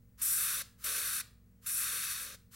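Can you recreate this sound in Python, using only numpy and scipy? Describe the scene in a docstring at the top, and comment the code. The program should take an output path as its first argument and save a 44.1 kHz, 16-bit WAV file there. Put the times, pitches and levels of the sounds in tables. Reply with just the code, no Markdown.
"""Airbrush in a small workshop

Three close bursts of spray, the last eased off. Each time the trigger goes down, air leaks first;
then the valve opens on a bright nozzle hiss over the lower rush of the jet on the work.
The room rings briefly, and a machine hum and a faint electrical whine sit underneath.
The scene ends on the leak of a fourth press."""
import sys
import numpy as np
from scipy import signal
from scipy.fft import rfft, irfft, next_fast_len
from scipy.io import wavfile
from scipy.ndimage import map_coordinates

SR = 44100
rng = np.random.default_rng(int(sys.argv[2]) if len(sys.argv) > 2 else 0)


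def put_to_file(sound):
    """Save the sound as 16-bit audio at rate SR, in the file named by the first command-line argument."""
    columns = np.atleast_2d(sound).T  # one column per channel
    safe = np.clip(columns, -1, 1)
    whole_steps = np.round(safe * 32767)
    wavfile.write(sys.argv[1], SR, whole_steps.astype(np.int16))


N = 112454

# stereo image of the air, wider in the treble (frequency [Hz], coherence [0-1])
AIR_COHERENCE = [(2000, .9998), (3300, .997), (4300, .96), (7000, .78), (15000, .69)]
# stereo image of the room tone, almost mono (frequency [Hz], coherence [0-1])
ROOM_TONE_COHERENCE = [(30, .97), (100, .93), (700, .96), (3000, .99)]
# phase of left against right (frequency [Hz], lead [rad])
LEFT_LEAD = [(5000, 0), (8500, -.3), (13000, -.65), (15500, -.3)]
# lean to the left (frequency [Hz], left minus right [dB])
BALANCE = [(4000, 0), (8100, 1.6), (13000, 2.2)]
# partials of the machine hum (frequency [Hz], level [dB])
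HUM_PARTIALS = [(59.2, -66), (102.3, -68.5), (119, -74), (170, -77.5), (188.4, -73.5), (236.9, -73.5),
                (468.3, -84)]
# colour of the room tone (frequency [Hz], gain [dB])
ROOM_TONE_EQ = [(22, -6.5), (45, -1), (62, 1.5), (80, -6.5), (170, -4.5), (300, -20.5), (520, -22.5),
                (800, -32), (1900, -32), (3000, -38.5), (15000, -36.5)]
# trigger presses (valve opens [s], valve shuts [s], leak lead time [s], peak leak level [dB])
PRESSES = [(0.217, 0.623, .036, -45.5), (0.842, 1.215, 0.061, -47.5), (1.663, 2.356, 0.044, -51),
           (2.565, 2.698, 0.052, -44)]
# colour of the leak (frequency [Hz], gain [dB])
LEAK_EQ = [(300, -13), (750, -17.5), (1200, 8.5), (2600, 1), (7000, 3), (11000, 4.5), (15500, 4)]
# nozzle hiss envelopes, one a burst (time [s], level [dB])
HISS_ENVELOPES = [
    [(0.225, -30.5), (0.347, -30), (0.593, -36.5), (0.615, -40.5)],
    [(0.845, -33), (0.847, -36), (1.185, -35.5), (1.21, -40)],
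    [(1.67, -35.5), (1.788, -32.5), (1.884, -36), (2.132, -38), (2.144, -41), (2.228, -40.5),
     (2.355, -59.5)],
]
# broad colour of the hiss (frequency [Hz], gain [dB])
HISS_EQ = [(1000, -68), (1400, -35.5), (4800, -19.5), (6700, -14), (8300, -9), (9200, -3), (10500, -2),
           (10950, -8), (12500, -2), (13000, -13), (14200, -4.5), (14700, -16.5), (15700, -11.5)]
# resonances of the hiss (centre [Hz], width [Hz], boost [dB])
HISS_PEAKS = [(5676, 300, 11.5), (7680, 730, 6), (8690, 190, 5.5), (9940, 450, 4.5), (12000, 394, 5)]
# colour of a wide-open nozzle's sizzle (frequency [Hz], gain [dB])
SIZZLE_EQ = [(6000, -64), (7500, 8.5), (8300, -25.5), (11000, -17), (11800, 7.5), (12500, 8.5), (13100, -9),
             (14200, 14), (14700, 0.5), (15700, -11)]
# jet rush envelopes, one a burst (time [s], level [dB])
RUSH_ENVELOPES = [
    [(0.225, -51.5), (0.229, -50), (0.483, -41.5), (0.615, -43)],
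    [(0.845, -47.5), (0.869, -42.5), (1.201, -43.5), (1.21, -42)],
    [(1.67, -49), (1.7, -46.5), (1.728, -50), (1.836, -42.5), (2.146, -43.5), (2.355, -55)],
]
# broad colour of the rush (frequency [Hz], gain [dB])
RUSH_EQ = [(600, -64), (930, -20), (1130, 1), (1350, 2), (2100, -0.5), (3100, -6), (5000, -8), (6600, 0),
           (9000, -27), (15000, -14)]
# resonances of the rush (centre [Hz], width [Hz], boost [dB])
RUSH_PEAKS = [(1566, 360, 6.5), (2557, 240, 9), (3670, 460, 11.5), (4395, 560, 10.5), (5660, 750, 7)]
# colour of the jet's send into the workshop (frequency [Hz], gain [dB])
SEND_EQ = [(400, -9.5), (850, -12.5), (1300, 1.5), (2000, 2), (2900, -0.5), (4000, 5), (6500, 0.5),
           (9000, 1.5), (12000, -3.5), (15000, -6)]
# reverb time of the workshop (frequency [Hz], time to fall 60 dB [s])
REVERB_T60 = [(300, 0.61), (2000, 0.38), (6000, 0.31), (14000, .33)]
# envelopes of a faint low-mid noise band that drops out in patches, one a burst (time [s], level [dB])
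LOW_MID_ENVELOPES = [
    [(.33, -106.5), (.39, -50.5), (.48, -58), (.60, -49)],
    [(.85, -44), (1.06, -48), (1.17, -86)],
    [(1.78, -67.5), (1.96, -47.5), (2.11, -95), (2.22, -52.5), (2.35, -51.5)],
]
# colour of that band (frequency [Hz], gain [dB])
LOW_MID_EQ = [(200, -27.5), (340, -5.5), (560, 3.5), (780, -16.5), (950, -11.5), (1300, -3.5)]


def amp(db):
    """Decibels to linear gain."""
    return 10 ** (np.asarray(db) / 20)


def curve_at(points, hz):
    """Read a curve on a log frequency axis."""
    freqs, values = np.transpose(points)
    return np.interp(np.log(hz + 1), np.log(freqs + 1), values)


def wobble(rate):
    """A smooth random modulator with `rate` knots a second."""
    knots = rng.standard_normal(int(N * rate / SR) + 4)
    return map_coordinates(knots, [np.arange(N) * rate / SR])


def filtered(x, response):
    """Shape x with a frequency response."""
    size = next_fast_len(N + SR // 2)
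    return irfft(rfft(x, size) * response(np.fft.rfftfreq(size, 1 / SR)), size)[..., :N]


def air_noise(eq, peaks=(), coherence=AIR_COHERENCE):
    """Stereo turbulence at unit rms, with a broad colour and resonances."""
    def colour_and_width(hz):
        boost_db = sum(db / (1 + (2 * (hz - centre) / width) ** 2) for centre, width, db in peaks)
        spread = np.arccos(np.clip(curve_at(coherence, hz), -1, 1)) / 2
        return amp(curve_at(eq, hz) + boost_db) * [np.cos(spread), np.sin(spread)]

    def pan(hz):
        half = np.array([[.5], [-.5]])
        return amp(half * curve_at(BALANCE, hz)) * np.exp(1j * half * curve_at(LEFT_LEAD, hz))

    mid, side = filtered(rng.standard_normal((2, N)), colour_and_width)
    stereo = filtered(np.array([mid + side, mid - side]), pan)
    return stereo / np.sqrt(np.mean(stereo ** 2) + 1e-20)


def room_bed(whine_hz=15734, whine_db=-81.5, room_tone_db=-66, waver_db=1.0, drift_rad=.34):
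    """A slightly unsteady machine hum and a thin electrical whine over low room tone."""
    t = np.arange(N) / SR

    def tone(hz, db):
        peak = np.sqrt(2) * amp(db + waver_db * wobble(13))
        return peak * np.sin(2 * np.pi * (hz * t + rng.random()) + drift_rad * wobble(7.9))

    hum = sum(tone(hz, db) for hz, db in HUM_PARTIALS)
    whine = tone(whine_hz, whine_db)
    return hum + whine + amp(room_tone_db) * air_noise(ROOM_TONE_EQ, coherence=ROOM_TONE_COHERENCE)


def trigger_leak(swell_db_per_s=330, attack_s=.018):
    """Air escapes as the trigger goes down: a thin hiss that swells until the valve opens."""
    t, envelope = np.arange(N) / SR, np.zeros(N)
    for opens, _, lead_s, peak_db in PRESSES:
        gate = np.clip((t - opens + lead_s) / attack_s + .5, 0, 1) * (t < opens)
        envelope += gate * amp(peak_db + swell_db_per_s * np.minimum(t - opens, 0))
    return envelope * air_noise(LEAK_EQ)


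def valve_flow(envelopes, open_s=.006, shut_s=.012):
    """The valve's travel gates each burst's envelope in and out."""
    t, flow = np.arange(N) / SR, np.zeros(N)
    for (opens, shuts, *_), points in zip(PRESSES, envelopes):
        gate = np.clip((t - opens) / open_s + .5, 0, 1) * np.clip((shuts - t) / shut_s + .5, 0, 1)
        flow += gate * amp(np.interp(t, *np.transpose(points)))
    return flow


def nozzle_hiss(trim_db=-.2, full_flow_db=-26, full_sizzle_db=-39.5, sizzle_db_per_db=4.7):
    """Air hisses through the nozzle; a thin sizzle climbs steeply as it nears full flow."""
    flow = valve_flow(HISS_ENVELOPES)
    hiss = amp(trim_db) * flow * air_noise(HISS_EQ, HISS_PEAKS)
    sizzle_gain = amp(full_sizzle_db) * (flow / amp(full_flow_db)) ** sizzle_db_per_db
    return hiss + sizzle_gain * air_noise(SIZZLE_EQ)


def jet_rush(trim_db=.48, puff_db=8.5, puff_decay_s=.0026):
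    """The jet rushes on the work, with a puff of stored air on each attack."""
    t = np.arange(N) / SR
    accent_db = sum(puff_db * np.exp(-np.abs(t - opens) / puff_decay_s) for opens, *_ in PRESSES)
    return amp(trim_db + accent_db) * valve_flow(RUSH_ENVELOPES) * air_noise(RUSH_EQ, RUSH_PEAKS)


def workshop_reverb(send_db=-8):
    """The jet's wide, even sound fills the room and dies in a short diffuse tail, the treble first."""
    hz, t, spectrum = signal.stft(rng.standard_normal(SR // 2), SR, nperseg=256)
    decay = amp(-60 * t / curve_at(REVERB_T60, hz)[:, None])
    tail = signal.istft(spectrum * decay, SR, nperseg=256)[1]
    send = amp(send_db) * valve_flow(RUSH_ENVELOPES) * air_noise(SEND_EQ)
    return signal.fftconvolve(send, tail[None] / np.linalg.norm(tail), axes=1)[:, :N]


def low_mid_band():
    """A faint low-mid band of noise under the spray that drops out in patches."""
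    return valve_flow(LOW_MID_ENVELOPES) * air_noise(LOW_MID_EQ)


def spray(flutter_db=.4, sputter_db=.5):
    """The layers of the spray flutter together as the paint feeds."""
    layers = nozzle_hiss() + jet_rush() + low_mid_band()
    return layers * amp(flutter_db * wobble(45.56) + sputter_db * wobble(400))


def scene():
    """The airbrush up front, with its reverb and the room bed behind."""
    return spray() + trigger_leak() + workshop_reverb() + room_bed()


def record(dry):
    """A brick-wall high cut takes off the very top."""
    cutoff_hz = 15870
    return filtered(dry, lambda hz: hz < cutoff_hz)


dry = scene()
out = record(dry)
put_to_file(out)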